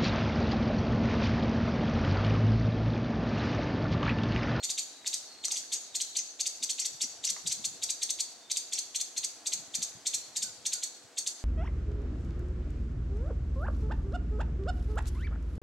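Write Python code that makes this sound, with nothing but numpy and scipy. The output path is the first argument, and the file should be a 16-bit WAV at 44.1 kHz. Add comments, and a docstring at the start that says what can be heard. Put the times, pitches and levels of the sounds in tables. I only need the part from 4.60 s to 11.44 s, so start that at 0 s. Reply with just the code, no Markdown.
"""Dry chits, mostly in pairs: a small bird scolding from a branch in dense foliage.
Each chit is a quick dipping whistle of the syrinx that breaks into a rasp of irregular pulses
ringing the throat; a few trail off in a squeal. Leaves scatter the calls, the forest adds a tail.
Behind: twig ticks, crackles, far birds, low bumps, light air, a soft hush with a faint hum."""
import sys
import numpy as np
from scipy import signal
from scipy.fft import rfft, irfft
from scipy.io import wavfile

SR = 44100
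rng = np.random.default_rng(int(sys.argv[2]) if len(sys.argv) > 2 else 0)


def unload_audio(sound):
    """Save the sound as a 16-bit wav file, at the path given as the first command line argument."""
    columns = np.transpose(np.atleast_2d(sound))
    # keep every value between -1 and 1, then stretch to whole-number steps
    steps = np.round(np.clip(columns, -1, 1) * 32767)
    wavfile.write(sys.argv[1], SR, steps.astype(np.int16))


N = 301644
TIME = np.arange(N) / SR

# Table levels are relative; the functions add their trims.
# calls: t/s (middle of first rasp), gap to second chit/s (0 = single), level/dB, nominal rasp length/s
CALLS = [(0.046, 0.062, -25.5, 0.015), (0.192, 0, -25.2, 0.015), (0.477, 0.066, -25, 0.0058),
         (0.855, 0.067, -25, 0.0076), (0.977, 0, -28, 0.036), (1.133, 0.0093, -27, 0.013),
         (1.361, 0.057, -25, 0.013), (1.5716, 0, -24.5, 0.0095), (1.811, 0.061, -24.5, 0.011),
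         (2.04, 0.067, -24.5, 0.015), (2.201, 0.06, -25.5, 0.0094), (2.422, 0, -24, .0125),
         (2.652, 0.052, -24.5, .008), (2.877, 0.049, -25, 0.0089), (3.056, 0, -24.5, 0.0096),
         (3.238, 0.068, -24.5, 0.0087), (3.4336, .073, -24, .008), (3.6056, 0.0036, -27, 0.0073),
         (3.918, 0.056, -24.5, .007), (4.1365, .055, -26, .007), (4.3615, 0.052, -25.5, 0.009),
         (4.5813, 0.066, -25.6, 0.0082), (4.8733, 0.063, -25, .008), (5.155, 0.077, -25, 0.0087),
         (5.4733, .075, -23.5, 0.01), (5.772, 0.061, -25, 0.011), (6.067, .069, -24.2, 0.0077),
         (6.2388, 0, -26.5, 0.0089), (6.587, 0.089, -25, 0.0095)]
# whistle opening each chit: t/s from its first crest, f/Hz, level/dB, hoarseness
WHISTLE_CONTOUR = [(-.0065, 3400, -20, 1.18), (-.002, 3850, -11, 0.82), (0, 3620, -2.5, .55),
                   (.0012, 3230, -6.5, .65), (.0026, 2600, -27, .9), (.0037, 2300, -7, 0.5),
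                   (.0048, 3442, -11.5, 0.7), (.007, 4560, 2.5, .17), (0.0133, 4156, -17.5, 1.1)]
# squeals drawing a chit out: t/s, level/dB, nominal length/s, f/Hz
SQUEALS = [(0.948, -38, 0.0065, 6140), (1.167, -40, 0.01, 6600), (1.599, -34.5, 0.013, 6180),
           (2.226, -34.5, 0.0053, 5850), (2.441, -33.5, 0.011, 5820), (2.681, -34, 0.0096, 5870),
           (2.908, -38.5, 0.016, 6046), (4.163, -37.5, 0.0059, 5700)]
# resonances of throat and open beak: f/Hz, width/Hz, level/dB
THROAT_MODES = [(3430, 600, -12), (4730, 1310, -9.5), (6116, 760, 1), (7280, 790, 0), (8410, 780, -2),
                (9730, 284, -1), (10880, 1700, -7.5), (14100, 6800, -20.5)]
# colour of leaf echoes: f/Hz, level/dB
LEAF_SPECTRUM = [(1500, 3.5), (3000, -2.5), (4400, 6), (5200, -3.5), (6800, -0.5), (8200, -1.5),
                 (10000, -1), (15000, 4.5)]
# forest reverberation: f/Hz, level/dB, T60/s
FOREST_BANDS = [(1500, -1.5, 0.8), (3023, 0, 0.77), (4300, 3.5, 0.84), (5580, 0.5, 0.69), (6950, 5, 0.54),
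                (8720, -5.5, 0.7), (9510, 0, 0.77), (14740, 5.5, 0.47)]
# twig ticks: t/s, level/dB, f/Hz
TWIG_TICKS = [(.4455, -43, 1815), (.8822, -25, 7100), (.8825, -47, 1500), (.924, -50.5, 703),
              (1.037, -51, 1730), (2.764, -43, 888), (2.7645, -40.5, 1840)]
# far whistles: t/s, level/dB, half length/s, start f/Hz, end f/Hz
FAR_WHISTLES = [(0, -45.5, 0.011, 4300, 4320), (0.396, -60, 0.092, 3960, 3850),
                (0.755, -56, 0.12, 4275, 4287), (1.304, -57.5, 0.071, 3920, 3880),
                (1.497, -59, 0.051, 3884, 3820), (3.76, -69.5, 0.05, 716, 694),
                (3.849, -61, 0.047, 3588, 3590), (5.613, -58, 0.047, 4357, 4260),
                (5.858, -55, 0.026, 1567, 1441), (6.143, -59.5, 0.046, 1612, 1406)]
# low bumps: t/s, level/dB, f/Hz
LOW_BUMPS = [(.079, -63, 119), (1.0, -69, 107), (2.007, -56.5, 228), (2.319, -61, 130.5),
             (2.436, -51.5, 221), (2.708, -57.5, 160), (2.848, -49.5, 160), (2.987, -51, 211),
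             (3.138, -58, 216), (4.589, -64, 107), (4.948, -56, 194), (4.987, -55.5, 134),
             (5.184, -46, 181.5), (5.348, -53, 134), (5.538, -59.5, 128), (5.829, -57, 220),
             (6.44, -64, 101.5)]
# stirs of air and leaves: t/s, half length/s, rumble change/dB, extra crackles/(1/s)
AIR_STIRS = [(.75, 0.44, -0.5, 70), (2.952, 0.5, 14.5, 20), (5.1, .33, 8, 35), (5.893, .3, 12.5, 8)]
# colour of the air rumble: f/Hz, level/dB
RUMBLE_SPECTRUM = [(25, -24), (55, -12), (100, 2), (170, -1), (300, -12), (900, -50)]
# colour of the forest hush: f/Hz, level/dB
HUSH_SPECTRUM = [(30, -33), (60, -25), (120, -28), (200, -6), (280, 0.5), (570, -2), (690, 2.5), (1000, -5),
                 (1600, -5.5), (2600, -9.5), (4000, -8.5), (7000, -8), (10000, -11), (15500, -12.5)]
# course of the hush: t/s, level/dB
HUSH_ENVELOPE = [(0.0, -62), (1.16, -62), (1.58, -64), (2.82, -62), (4.4, -63.5), (4.91, -60.5),
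                 (6.67, -63), (6.84, -60.5)]


def bird(wisp_db=-53, wisp_lead_s=0.02, squeal_db=0.5):
    """Scolding as it leaves the beak: a wisp, one chit or a pair, sometimes a squeal."""
    out, t = np.zeros(N), np.arange(-1764, 1764) / SR
    for at_s, gap_s, db, length_s in CALLS:
        add(out, at_s + t[0], from_db(wisp_db) * wisp(t + wisp_lead_s) + chit(t, at_s, db, length_s))
        if gap_s > 0:
            add(out, at_s + gap_s + t[0], chit(t, at_s + gap_s, db, length_s))
    for at_s, db, length_s, hz in SQUEALS:
        add(out, at_s + t[0], from_db(db + squeal_db) * squeal(t, length_s, hz))
    return beak(out)


def chit(t, at_s, db, length_s, rasp_db=-2, rise_hz_per_s=37, fade_db_per_s=0.29):
    """Whistle, then rasp. Over the bout the two close up, the whistle fades, the rasp sharpens."""
    colour_hz = (6746 + rise_hz_per_s * at_s) * (1 + 0.018 * rng.standard_normal())
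    throat_shift = (colour_hz / 6780) ** 0.4
    lead_s = 0.0133 - 0.000309 * at_s + 0.00069 * rng.standard_normal()
    opening = from_db(-6 - fade_db_per_s * at_s) * whistle(t + lead_s)
    return from_db(db) * (opening + from_db(rasp_db) * rasp(t, length_s, throat_shift))


def whistle(t, detune=0.02596, jitter=0.1116, buzz_db=3, overtones_db=-6, flutter_db=4.5):
    """Syrinx tone that dips, turns hoarse and leaps up; the throat brings out its overtones."""
    knots_s, hz, db, hoarse = np.transpose(WHISTLE_CONTOUR)
    paced_s = t * np.exp(0.1353 * rng.standard_normal())
    hoarseness = np.interp(paced_s, knots_s, hoarse) * rng.uniform(0.62, 1.377)
    bend = 1 + detune * rng.standard_normal() + jitter * hoarseness * wander(t, 1700)
    phase = phase_of(np.interp(paced_s, knots_s, hz) * bend)
    buzz = from_db(buzz_db) * hoarseness * rng.standard_normal(len(t))
    overtones = throat(np.sin(2 * phase) + np.sin(3 * phase) + buzz, shift=0.99)
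    tone = np.sin(phase) + from_db(overtones_db) * overtones
    level_db = np.interp(paced_s, knots_s, db, left=-200, right=-200)
    return rms_one(tone) * from_db(level_db + flutter_db * hoarseness * wander(t, 1460))


def rasp(t, length_s, throat_shift, pulse_hz=2300, jitter=0.45, uneven_db=3, flutter_db=2):
    """Pushed hard, the membranes slap irregularly and ring the throat; the beak shifts its modes."""
    cycles = np.cumsum(pulse_hz * np.exp(jitter * wander(t, 1500))) / SR
    pulses = np.diff(np.floor(cycles), prepend=0) * from_db(uneven_db * rng.standard_normal(len(t)))
    voice = np.tanh(rms_one(throat(pulses, throat_shift)) / 1.28)   # bounded swing
    onset = from_db(-12) * swell(t + 0.0094, 0.0023)   # buzz under the whistle
    release = from_db(-11) * swell(t - 0.0076, 0.0023)   # lingers as pressure falls
    envelope = swell(t, 0.58 * length_s) + onset + release
    voice = voice * envelope * from_db(flutter_db * wander(t, 710))
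    return voice / np.sqrt(np.sum(voice ** 2) / (0.011 * SR))   # energy of 11 ms at unit power


def squeal(t, length_s, hz, slide_hz=2650, slide_lead_s=0.009, fall_per_s=28, flutter_db=3.5):
    """Hoarse falling slide, mostly overtones, settling on a short shaky tone."""
    tone = np.sin(phase_of(hz * (1 + 0.0377 * wander(t, 1600)))) * swell(t, 1.2 * length_s)
    slide_t = t + slide_lead_s
    phase = phase_of(slide_hz * np.exp(-fall_per_s * slide_t + 0.18 * wander(t, 1770)))
    harmonics = np.sin(2 * phase) + np.sin(3 * phase) + np.sin(4 * phase)
    overtones = rms_one(throat(harmonics, shift=0.92)) / np.sqrt(2)
    slide = (from_db(-10) * np.sin(phase) + overtones) * swell(slide_t, 0.0098)
    return (from_db(1) * tone + from_db(-1) * slide) * from_db(flutter_db * wander(t, 870))


def wisp(t, hz=7100, width_hz=550, half_s=0.0058):
    """Thin hiss through the beak's main resonance before the voice sets in."""
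    hiss = resonate(rng.standard_normal(len(t)), hz, width_hz)
    return rms_one(resonate(hiss, hz, width_hz)) * swell(t, half_s)


def throat(x, shift):
    """Parallel resonances of throat and beak, alternating in sign."""
    return sum((-1) ** k * from_db(db) * resonate(x, hz * shift, width_hz)
               for k, (hz, width_hz, db) in enumerate(THROAT_MODES))


def beak(x, cutoff_hz=1900):
    """So small a mouth radiates no low notes."""
    return signal.sosfilt(signal.butter(6, cutoff_hz, "high", fs=SR, output="sos"), x)


def surroundings(x, patterns=5):
    """As the bird turns and shifts, one echo pattern fades into the next."""
    moments_s = np.linspace(0, N / SR, patterns)
    fades = [np.sqrt(np.interp(TIME, moments_s, one)) for one in np.eye(patterns)]
    return sum(signal.fftconvolve((x * fade)[None], foliage() + forest(), axes=1)[:, :N]
               for fade in fades)


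def foliage(level_db=-2, t60_s=0.16, build_s=0.0021, grain_db=4):
    """Near leaves return a dense, uneven spray of early echoes."""
    t = np.arange(SR) / SR
    noise = stereo_noise(LEAF_SPECTRUM, side_db=-2, size=SR)
    decay = from_db(-60 * t / t60_s + grain_db * wander(t, 240))
    return from_db(level_db) * rms_one(noise * decay * (1 - swell(t, build_s))) / np.sqrt(SR)


def forest(level_db=-6, build_s=0.01, patchy_db=1.5):
    """Trunks and canopy return a lumpy tail that builds up, then dies sooner in the treble."""
    t = np.arange(SR) / SR
    spectrum = rfft(stereo_noise(FOREST_BANDS, side_db=-1.5, size=SR))
    hz = np.arange(spectrum.shape[1])
    centres_hz, _, t60s_s = np.transpose(FOREST_BANDS)
    tail = sum(irfft(spectrum * np.interp(hz, centres_hz, band), SR) * from_db(-60 * t / t60_s)
               for band, t60_s in zip(np.eye(len(centres_hz)), t60s_s))
    tail = tail * (1 - np.exp(-t / build_s)) * from_db(patchy_db * wander(t, 28))
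    return from_db(level_db) * rms_one(tail) / np.sqrt(SR)


def knocks(rows, decay_s, width_ratio, trim_db):
    """Damped contacts: each a dying noise burst into one broad resonance."""
    out, t = np.zeros(N), np.arange(SR // 4) / SR
    for at_s, db, hz in rows:
        burst = rng.standard_normal(len(t)) * np.exp(-t / decay_s)
        knock = resonate(resonate(burst, hz, width_ratio * hz), hz, width_ratio * hz)
        add(out, at_s, from_db(db + trim_db) * knock / np.abs(knock).max())
    return out


def rustle(calm_per_s=4, click_db=-35, uneven_db=4, modes=6):
    """Random leaf crackles, thicker in a stir, each in one of a few dull resonances."""
    per_s = calm_per_s + sum(extra * swell(TIME - at_s, half_s) for at_s, half_s, _, extra in AIR_STIRS)
    clicks = (rng.random(N) < per_s / SR) * from_db(click_db + uneven_db * rng.standard_normal(N))
    mode = rng.integers(0, modes, N)
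    return sum(resonate(clicks * (mode == k) + 1e-18, hz, width_hz=hz)
               for k, hz in enumerate(np.geomspace(900, 2400, modes)))


def far_birds(waver=0.0108, flutter_db=2):
    """Thin, nearly level whistles from deeper in the forest."""
    out, t = np.zeros(N), np.arange(-SR // 4, SR // 4) / SR
    for at_s, db, half_s, start_hz, end_hz in FAR_WHISTLES:
        pitch_hz = np.interp(t, [-half_s, half_s], [start_hz, end_hz]) * (1 + waver * wander(t, 160))
        envelope = from_db(db + flutter_db * wander(t, 50)) * np.exp(-(t / half_s) ** 4)
        add(out, at_s + t[0], np.sin(phase_of(pitch_hz)) * envelope)
    return out


def bumps():
    """Soft low bumps, partly different in the two channels."""
    mid, side = [knocks(LOW_BUMPS, decay_s=0.017, width_ratio=0.74, trim_db=2) for _ in range(2)]
    return pan(widen(mid, side, side_db=-5), left_db=3.5)


def rumble(calm_db=-81, lumpy_db=3):
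    """Light air buffets each microphone port in its own way, swelling with the stronger stirs."""
    stir_db = sum(db * swell(TIME - at_s, half_s) for at_s, half_s, db, _ in AIR_STIRS)
    envelope = from_db(calm_db + stir_db + lumpy_db * wander(TIME, 25))
    return pan(stereo_noise(RUMBLE_SPECTRUM, side_db=-4.5, size=N) * envelope, left_db=1.4)


def hush(trim_db=6.5):
    """Near-steady noise of the forest."""
    level_db = np.interp(TIME, *np.transpose(HUSH_ENVELOPE)) + trim_db
    return stereo_noise(HUSH_SPECTRUM, side_db=-8, size=N) * from_db(level_db)


def hum(hz=486.3, level_db=-76.5, waver_hz=2.52, waver_db=3):
    """Faint far tone, wavering in pitch and level."""
    tone = np.sqrt(2) * np.sin(phase_of(hz + waver_hz * wander(TIME, 5.33)))
    return tone * from_db(level_db + waver_db * wander(TIME, 0.61))


def from_db(db):
    """Decibels to gain."""
    return 10 ** (np.asarray(db) / 20)


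def rms_one(x):
    """Scale to unit power."""
    return x / np.sqrt(np.mean(x ** 2) + 1e-20)


def add(out, start_s, sound):
    """Mix a sound in from start_s on."""
    at = round(start_s * SR) + np.arange(len(sound))
    inside = (at >= 0) & (at < N)
    out[at[inside]] += sound[inside]


def wander(t, rate_hz):
    """Smooth random curve, rms 1."""
    hz = np.fft.rfftfreq(len(t), 1 / SR)
    return rms_one(irfft(rfft(rng.standard_normal(len(t))) / (1 + (hz / rate_hz) ** 4), len(t)))


def swell(t, half_s):
    """Bell envelope round t = 0."""
    return np.exp(-(t / half_s) ** 2)


def phase_of(hz):
    """Running phase of a pitch curve."""
    return 2 * np.pi * np.cumsum(hz) / SR


def resonate(x, hz, width_hz):
    """Two-pole resonance, peak gain 1."""
    r = np.exp(-np.pi * width_hz / SR)
    feedback = [1, -2 * r * np.cos(2 * np.pi * hz / SR), r * r]
    return signal.lfilter(np.array([1, 0, -1]) * (1 - r * r) / 2, feedback, x)


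def widen(mid, side, side_db):
    """Mid and side to left and right."""
    return mid + from_db(side_db) * np.array([side, -side])


def pan(x, left_db):
    """Left up, right down by left_db."""
    return x * from_db([[left_db], [-left_db]])


def stereo_noise(spectrum, side_db, size):
    """Stereo noise, rms 1, coloured by a table read on a log-frequency axis."""
    knots_hz, db = np.transpose(spectrum)[:2]
    hz = np.maximum(np.fft.rfftfreq(size, 1 / SR), 1)
    colour = from_db(np.interp(np.log(hz), np.log(knots_hz), db))
    mid, side = irfft(rfft(rng.standard_normal((2, size))) * colour, size)
    return rms_one(widen(mid, side, side_db))


def scene():
    """Bird straight ahead, forest all round."""
    near = bird() + knocks(TWIG_TICKS, decay_s=0.0012, width_ratio=0.41, trim_db=2.5) + rustle()
    sources = near + far_birds()
    return pan(sources + surroundings(sources), left_db=0.2) + bumps() + rumble() + hush() + hum()


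def record(dry, shelf_hz=8600, shelf_db=-9, top_hz=11900, top_db=-8, cutoff_hz=15850):
    """Treble falls in two steps, then a steep low-pass."""
    hz = np.fft.rfftfreq(N, 1 / SR)
    steps_db = shelf_db * (1 + np.tanh((hz - shelf_hz) / 150)) / 2
    steps_db += top_db * (1 + np.tanh((hz - top_hz) / 250)) / 2
    coloured = irfft(rfft(dry) * from_db(steps_db), N)
    return signal.sosfilt(signal.ellip(10, 0.3, 70, cutoff_hz, fs=SR, output="sos"), coloured)


dry = scene()
out = record(dry)
unload_audio(out)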